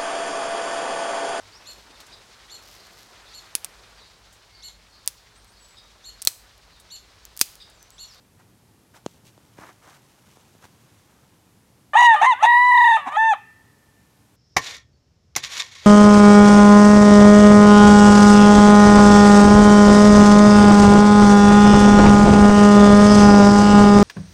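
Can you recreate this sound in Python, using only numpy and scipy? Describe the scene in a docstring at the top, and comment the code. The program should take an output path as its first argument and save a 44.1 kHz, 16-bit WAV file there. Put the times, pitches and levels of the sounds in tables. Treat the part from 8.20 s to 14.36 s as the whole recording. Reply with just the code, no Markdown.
"""A leafy yard: a young rooster crows once, in four syllables, a couple of metres from a hand-held phone.
His syrinx buzzes loudly, trembles and cracks; between syllables it drops to a thin, hoarse lower
register. Ground and trees return a faint echo. Before the crow, feet shuffle in dry leaves.
Fingers bump the phone now and then, over a low outdoor rumble."""
import sys
import numpy as np
from scipy import signal
from scipy.fft import rfft, irfft
from scipy.io import wavfile
from scipy.ndimage import uniform_filter1d, minimum_filter1d

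SR = 44100
rng = np.random.default_rng(int(sys.argv[2]) if len(sys.argv) > 2 else 0)


def output_pcm(signal):
    """Save a mono or channel-first signal as 16-bit PCM at the path in sys.argv[1].

    Samples are clipped to [-1, 1] before scaling.
    """
    pcm = np.clip(np.atleast_2d(signal).T, -1, 1) * 32767
    wavfile.write(sys.argv[1], SR, np.round(pcm).astype(np.int16))


N = 271656
T = np.arange(N) / SR

# loud syllables: (start [s], end [s], top time [s], top pitch [Hz], end pitch [Hz], rise exponent,
#   fall exponent, relative level [dB], swell [dB], surge delay [s], surge [dB], harsh length [s],
#   harsh roughness [0-1], end roughness [0-1], harsh treble [dB], clear treble [dB],
#   clear beak opening [0-1], end beak opening [0-1], 2nd harmonic at start [dB], at end [dB])
SYLLABLES = [(3.754, 3.961, 3.82, 980, 842, 4, 1.5, -8, -.5, .004, 1.5, .118, .13, .33, 6, -5, .55, .3, -1, 0),
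             (4.015, 4.136, 4.08, 1045, 855, 1.15, 1.7, -11.5, -2.5, .014, 5.5, .054, .55, .1, 3, 1, .2, .6, 5, -16),
             (4.226, 4.771, 4.53, 993, 880, 12, 1.9, -15, 4.5, .017, 11, .039, .75, .24, 6, 1, .05, .42, -.5, -2),
             (4.968, 5.135, 5.06, 894, 770, 8, 3.6, -18.5, 4, .003, 4, .006, .12, .02, -5, -5.5, .62, .78, 2.5, -4)]
# turbulent air in the throat: (frequency [Hz], density [dB])
RASP = [(200, -32.5), (480, -37.5), (750, 15), (1000, 13), (1450, -5), (2200, -0.5), (3200, -20.5),
        (3850, -13.5), (4400, -30.5), (5200, -28), (6500, -23), (9000, -26.5), (11000, -34.5), (13000, -47),
        (15000, -58.5)]


def undb(db):
    return 10 ** (np.asarray(db) / 20)


def unit(x):
    return x / np.sqrt(np.mean(x ** 2))


def at(spectrum, hz):
    """Read a (frequency [Hz], value) table on a log-frequency axis."""
    table_hz, value = np.transpose(spectrum)
    return np.interp(np.log(np.maximum(hz, 1)), np.log(table_hz), value)


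def shape(x, spectrum):
    """Filter x by a (frequency [Hz], gain [dB]) curve."""
    return irfft(rfft(x) * undb(at(spectrum, np.fft.rfftfreq(N, 1 / SR))), N)


def colour(x, spectrum):
    """Filter x, then scale to rms 1."""
    return unit(shape(x, spectrum))


def noise():
    return rng.standard_normal(N)


def wander(rate_hz):
    """Smooth random drift up to about rate_hz; rms 1."""
    lowpass = np.exp(-.5 * (np.fft.rfftfreq(N, 1 / SR) / rate_hz) ** 2)
    return unit(irfft(rfft(noise()) * lowpass, N))


def bell(time_s, width_s):
    return np.exp(-.5 * ((T - time_s) / width_s) ** 2)


def gate(start_s, end_s, rise_s, fall_s):
    return (1 + np.tanh((T - start_s) / rise_s)) * (1 - np.tanh((T - end_s) / fall_s)) / 4


def phase_of(hz):
    return 2 * np.pi * np.cumsum(hz) / SR


def repeat_times(first_s, last_s, spacing_s, slowing=1):
    """Times of a run whose spacing grows by the factor slowing."""
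    times = first_s + np.concatenate([[0], np.cumsum(spacing_s * slowing ** np.arange(12))])
    return times[times < last_s + spacing_s / 2]


def yard():
    """Distant low rumble that swells a little, under smooth hiss."""
    # outdoor background: (frequency [Hz], density [dB])
    background = [(15, -57.5), (25, -24), (108, -3), (317, -12.5), (363, -14), (641, -20.5), (695, -19),
                  (887, -18.5), (1290, -23.5), (2000, -25.5), (3720, -28), (5280, -28.5), (12500, -30.5),
                  (16000, -41.5)]
    air = colour(noise(), background)
    rumble = signal.sosfiltfilt(signal.butter(2, 500, fs=SR, output="sos"), air)
    hiss = air - rumble
    swell_db = .44 * wander(1.6) + .93 * wander(9) + 2 * bell(1.4, 1.4)
    return undb(-58.5) * (hiss + rumble * undb(swell_db))


def shuffling():
    """Crunch and hiss envelopes: leaves give way fast underfoot and settle slower, over a faint stir."""
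    # foot shuffles: (time [s], length [s], crunch [dB], hiss [dB])
    shuffles = [(0.193, 0.012, -56, -65), (0.741, 0.03, -51.5, -56.5), (0.855, 0.11, -74, -61.5),
                (1.05, 0.04, -83, -58), (1.374, 0.13, -50, -57.5), (1.414, 0.019, -43.5, -67),
                (1.624, .14, -55.5, -59.5), (1.673, 0.02, -51.5, -69), (2.06, 0.17, -68.5, -64),
                (2.421, 0.024, -53, -55), (2.88, 0.17, -67, -81)]
    press_s, settle_s, stir_db = .008, .018, (-67.5, -66)
    power = np.outer(undb(stir_db) ** 2, gate(1.22, 3, rise_s=.25, fall_s=.25))
    for time_s, length_s, *levels_db in shuffles:
        press = (1 + np.tanh((T - time_s) / press_s)) / 2
        settle = np.exp(-np.maximum(T - time_s - length_s, 0) / settle_s)
        power = power + np.outer(undb(levels_db), press * settle) ** 2
    return np.sqrt(power)


def leaves():
    """Crushed leaves crackle in dense tiny snaps."""
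    # dull crunch underfoot: (frequency [Hz], density [dB])
    crunch = [(150, -26), (300, 5.5), (500, 3.5), (950, 7), (1500, 4.5), (2200, -1.5), (3200, -22),
              (4900, -23), (6100, -11), (7500, -38), (9000, -38)]
    # crisp hiss on top: (frequency [Hz], density [dB])
    crisp = [(1500, -6), (3000, 2), (4900, -2), (6200, 0), (8000, -3.5), (12000, -9), (16000, -13.5)]
    snaps_per_s, out = 5000, 0
    for envelope, spectrum in zip(shuffling(), [crunch, crisp]):
        snaps = noise() * (rng.random(N) < snaps_per_s / SR)
        snaps *= undb(.29 * np.minimum(rng.exponential(size=N), 5))
        out = out + colour(snaps, spectrum) * envelope * undb(1.4 * wander(47))
    return out


def finger_bumps():
    """A contact tick, then a heavily damped thud of the phone case, falling in pitch."""
    # bumps: (time [s], thud [dB], start pitch [Hz], ring [s], tick [dB])
    bumps = [(0.8627, -11.5, 1300, 0.0019, -28), (1.178, -40.5, 1960, 0.0037, -53),
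             (1.3875, -32.5, 1190, 0.004, -47), (2.171, -38.5, 1700, 0.0025, -53),
             (2.351, -43, 1400, .004, -56), (2.442, -37, 2870, 0.001, -56), (2.453, -38, 2490, 0.0022, -45),
             (4.032, -12, 1550, 0.00087, -42)]
    tick = colour(noise(), [(300, 1), (1500, -26), (3500, 4.5), (8000, -4),
                            (11000, -19.5), (15000, -32.5)])
    slowing_s, attack_s, tick_s = .0005, .00025, .00113
    out = 0
    for time_s, thud_db, hz, ring_s, tick_db in bumps:
        t = np.maximum(T - time_s, 0)
        phase = 2 * np.pi * hz * slowing_s * np.log1p(t / slowing_s)
        out = out - undb(thud_db) * np.sin(phase) * np.exp(-t / ring_s) * (1 - np.exp(-t / attack_s))
        out = out + undb(tick_db) * tick * (t > 0) * np.exp(-t / tick_s)
    return out


def echo(call, ground_db, ground_decay_s, trees_db, far_db, far_delay_s):
    """Leafy ground scatters the call at once, trunks return it late, the wood's far edge once more."""
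    # echo from the trees: (frequency [Hz], gain [dB])
    tree_gain = [(400, -4.5), (900, -7), (1800, -3.5), (2700, 8.5), (3600, 1.5), (6000, -4.5), (12000, -17)]
    # its decay: (frequency [Hz], T60 [s])
    tree_t60 = [(400, .6), (900, 0.55), (1500, 1.7), (2100, 1.48), (2800, 0.91), (3600, 0.49), (6000, 0.64),
                (12000, .3)]
    ground = colour(noise(), [(500, -6), (900, 2), (3500, 9), (9000, -5)])
    ground *= np.exp(-T / ground_decay_s) * (T > .002)
    white, hz, trees = rfft(noise()), np.fft.rfftfreq(N, 1 / SR), 0
    for centre_hz in 350 * np.sqrt(2) ** np.arange(11):
        half_octave = np.abs(np.log2((hz + 1) / centre_hz)) < .25
        band = irfft(white * half_octave * undb(at(tree_gain, hz)), N)
        trees = trees + band * undb(-60 * T / at(tree_t60, centre_hz))
    trees *= (1 - np.exp(-T / .03)) * (1 + 4.5 * np.exp(-T / .0975))  # soft onset, strong early part
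    far = colour(noise(), [(900, -16), (1800, 4), (2100, -9.5), (2800, -6.5), (5000, -31)])
    far *= bell(far_delay_s, .19)
    response = undb(ground_db) * unit(ground) + undb(trees_db) * unit(trees) + undb(far_db) * unit(far)
    return signal.fftconvolve(call, response / np.sqrt(N))[:N]


def hoarse_puffs():
    """Unpitched bursts where the voice gives out; one low gulp before the last syllable."""
    # puffs: (time [s], level [dB], width [s])
    puffs = [(4.785, -31.5, 0.017), (4.881, -24.5, 0.012), (4.925, -28.5, 0.006), (5.139, -32, 0.0052)]
    envelope = sum(undb(db) * bell(time_s, width_s) for time_s, db, width_s in puffs)
    bursts = envelope * colour(noise(), RASP)
    gulp = bell(4.878, .0071) * colour(noise(), [(150, -24), (270, 8), (420, -8), (700, -48)])
    return bursts + undb(-40) * gulp


def soft_register():
    """Soft voice's pitch, level and gate: it droops as the breath slackens, and finally slides away."""
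    # break before each syllable:
    # (start pitch [Hz], end pitch [Hz], start level [dB], end level [dB], midway slack [dB])
    breaks = [(590, 640, -19.5, -15, 0), (625, 617, -17.5, -20, 4), (490, 690, -24.5, -19, 16.5),
              (631.4, 650, -23, -18, 18)]
    start_s, slide_s, droop_hz_per_db = 3.734, .024, 4.5
    progress = np.linspace(0, 1, 15)
    segments = []
    for (end_s, next_s, *_), (start_hz, end_hz, start_db, end_db, midway_db) in zip(SYLLABLES, breaks):
        slack_db = midway_db * np.sin(np.pi * progress)
        segments.append([start_s + (end_s - start_s) * progress,
                         start_hz + (end_hz - start_hz) * progress - droop_hz_per_db * slack_db,
                         start_db + (end_db - start_db) * progress - slack_db])
        start_s = next_s
    segments.append([(start_s, start_s + slide_s), (690.5, 409), (-19, -46.5)])  # closing slide
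    sounding = sum(gate(times[0], times[-1], rise_s=.00051, fall_s=.0053) for times, _, _ in segments)
    times, hz, db = np.hstack(segments)
    return np.interp(T, times, hz), np.interp(T, times, db), sounding


def soft_voice():
    """Between syllables the membranes flap near 600 Hz; the throat lifts their second harmonic."""
    # throat response: (frequency [Hz], harmonic level [dB])
    throat = [(450, -29.5), (610, -15.5), (850, 4.5), (1220, 0), (1830, -7.5), (2450, -19.5), (3050, -17.5),
              (3700, -23.5), (4400, -38.5), (5200, -48.5), (6500, -42), (10000, -43.5), (13000, -76.5)]
    pitch_hz, level_db, sounding = soft_register()
    phase = phase_of(pitch_hz * (1 + .02 * wander(220)))
    voice = sum(undb(at(throat, k * pitch_hz) + 2 * wander(70)) * np.sin(k * phase)
                for k in range(1, 21))
    return sounding * undb(level_db) * (voice + undb(-13) * colour(noise(), RASP))


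def syllable(start_s, end_s, top_s, top_hz, end_hz, rise, fall, base_db, swell_db,
             surge_s, surge_db, harsh_s, harsh_rough, end_rough, harsh_db, clear_db,
             open_clear, open_end, second_start_db, second_end_db):
    """Controls of one arch of pitch: it starts harsh with the beak wide, clears, and frays at its end."""
    # throat resonance under the 2nd harmonic: (frequency [Hz], level re fundamental [dB])
    resonance = [(1580, -23.5), (1700, -9.5), (1770, -4.5), (1850, -1.5), (1980, -1.5), (2080, -9.5)]
    onset_hz, climb_hz_per_s = 809.5, 100
    t = np.clip(T, start_s, end_s)
    progress = (t - start_s) / (end_s - start_s)
    crest_hz = top_hz - climb_hz_per_s * np.maximum(top_s - t, 0)
    scoop_hz = (crest_hz - onset_hz) * np.clip((top_s - t) / (top_s - start_s), 0, 1) ** rise
    drop_hz = (top_hz - end_hz) * np.clip((t - top_s) / (end_s - top_s), 0, 1) ** fall
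    pitch_hz = crest_hz - scoop_hz - drop_hz

    surge = bell(start_s + surge_s, .0069)  # push of breath
    surge_tilt_db = -6.5 * surge  # favours the fundamental
    harsh = (1 - np.tanh((t - start_s - harsh_s) / .005)) / 2
    fray = end_rough * np.exp((progress - 1) / .19)
    dull_onset = np.exp((start_s - t) / (.23 * harsh_s)) * (1 - harsh_rough)

    level_db = base_db + swell_db * progress + surge_db * surge - 18 * fray
    rough = harsh_rough * harsh * (1 - .63 * surge) + fray
    second_db = second_start_db + (second_end_db - second_start_db) * progress ** 2.5
    second_db += at(resonance, 2 * pitch_hz) - 12.5 * rough + surge_tilt_db
    treble_db = harsh_db * harsh + clear_db * (1 - harsh) - 16 * dull_onset + surge_tilt_db + 6 * fray
    opening = .79 * harsh + (open_clear + (open_end - open_clear) * progress ** 1.9) * (1 - harsh)
    return np.array([pitch_hz, level_db, second_db, rough, treble_db, opening])


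def crow_controls():
    """Join the syllables' controls, switching midway through each gap."""
    controls = syllable(*SYLLABLES[0])
    for before, row in zip(SYLLABLES, SYLLABLES[1:]):
        controls = np.where(T > (before[1] + row[0]) / 2, syllable(*row), controls)
    return controls


def tremor():
    """Brief pitch sags [Hz] in bouts that slow down, each deepest in its middle."""
    # bouts: (first [s], last [s], first spacing [s], depth [Hz])
    bouts = [(4.304, 4.372, .0195, 42.3), (4.519, 4.724, .0292, 67.35)]
    sag_hz = 0
    for first_s, last_s, spacing_s, depth_hz in bouts:
        times = repeat_times(first_s, last_s, spacing_s, slowing=1.06)
        for time_s, arch in zip(times, np.sin(np.linspace(0, np.pi, len(times)))):
            sag_hz = sag_hz + depth_hz * (.6 + .4 * arch) * bell(time_s, .14 * spacing_s)
    return sag_hz


def voice_cracks():
    """Depth of the dips where the membranes lose step for a few cycles."""
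    # runs of cracks: (first [s], last [s], spacing [s], depth [0-1])
    runs = [(3.764, 3.84, 0.019, 0.47), (3.945, 3.944, .02, 0.65), (4.026, 4.055, .015, .42),
            (4.252, 4.254, .02, 0.33), (4.654, 4.61, 0.044, .5)]
    dips = sum(depth * bell(time_s, .0034) for *run, depth in runs for time_s in repeat_times(*run))
    return np.clip(dips, 0, .95)


def loud_voice():
    """The syrinx buzzes near 950 Hz; strain makes cycles uneven and lets air rasp through once a cycle."""
    # upper harmonics, beak narrow: (frequency [Hz], level re fundamental [dB])
    throat = [(1500, -43), (2400, -25), (2950, -32.5), (3250, -25.5), (3600, -20.5), (3950, -30),
              (4300, -46), (4850, -45), (5250, -58), (5800, -54), (6900, -49.5), (7400, -52), (8900, -47),
              (10700, -53), (12200, -78), (15000, -77)]
    # resonances added by a wide beak: (frequency [Hz], level re fundamental [dB])
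    wide_beak = [(1500, -36), (2300, -23), (2800, -13.5), (3250, -37.5), (4300, -51), (5200, -60),
                 (5800, -31.5), (6750, -25), (7300, -54), (7850, -40), (8900, -46), (11000, -56),
                 (13000, -83.5)]
    pitch_hz, level_db, second_db, rough, treble_db, opening = crow_controls()
    crack, sag_hz = voice_cracks(), tremor()
    rough = np.clip(rough + .7 * crack, 0, 1.2) + .56 * sag_hz / pitch_hz
    pitch_hz = pitch_hz * (1 - .05 * crack) - sag_hz + 2 * wander(44)
    phase = phase_of(pitch_hz * (1 + .05 * rough * wander(260)))
    core = np.sin(phase) + undb(second_db) * np.sin(2 * phase)
    flicker_db = 2.5 + 1.5 * np.minimum(rough, .4)
    buzz = 0
    for k in range(3, 17):
        blur_rad = np.minimum(1.2 * k * rough, 1.5) * wander(150)  # high harmonics smear first
        buzz = buzz + undb(flicker_db * wander(52)) * np.sin(k * phase + blur_rad)
    overtones = undb(treble_db) * shape(buzz, throat)
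    overtones += opening ** 2 * undb(.5 * treble_db) * shape(buzz, wide_beak)
    voice = (core + overtones) * (1 - crack) * (1 + .23 * rough * wander(200))
    air = undb(-3.5) * rough ** 1.45 * colour(noise() * (1 + 1.5 * np.cos(phase)), RASP)
    sounding = sum(gate(start_s, end_s, rise_s=.0017, fall_s=.003) for start_s, end_s, *_ in SYLLABLES)
    return sounding * undb(level_db + 3.5) * (voice + air)


def scene():
    """Rooster, echo and yard sounds, in mono."""
    # the small beak radiates little bass: (frequency [Hz], gain [dB])
    beak = [(100, -41.5), (300, -12.5), (620, 0)]
    rooster = shape(loud_voice() + soft_voice(), beak) + hoarse_puffs()
    reflections = echo(rooster, ground_db=-18.5, ground_decay_s=.031, trees_db=-26.5,
                       far_db=-60.5, far_delay_s=.68)
    return (rooster + reflections + leaves() + finger_bumps() + yard())[None]


def record(dry):
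    """The phone drops the deepest bass, limits peaks fast and cuts the top."""
    low_hz, top_hz, ceiling, window_samples = 30, 15800, .72, 221
    thinned = signal.sosfilt(signal.butter(2, low_hz, "highpass", fs=SR, output="sos"), dry)
    gain = ceiling / np.maximum(np.abs(thinned), ceiling)
    gain = uniform_filter1d(minimum_filter1d(gain, window_samples), window_samples)
    return signal.sosfilt(signal.ellip(10, .2, 80, top_hz, fs=SR, output="sos"), thinned * gain)


dry = scene()
out = record(dry)
output_pcm(out)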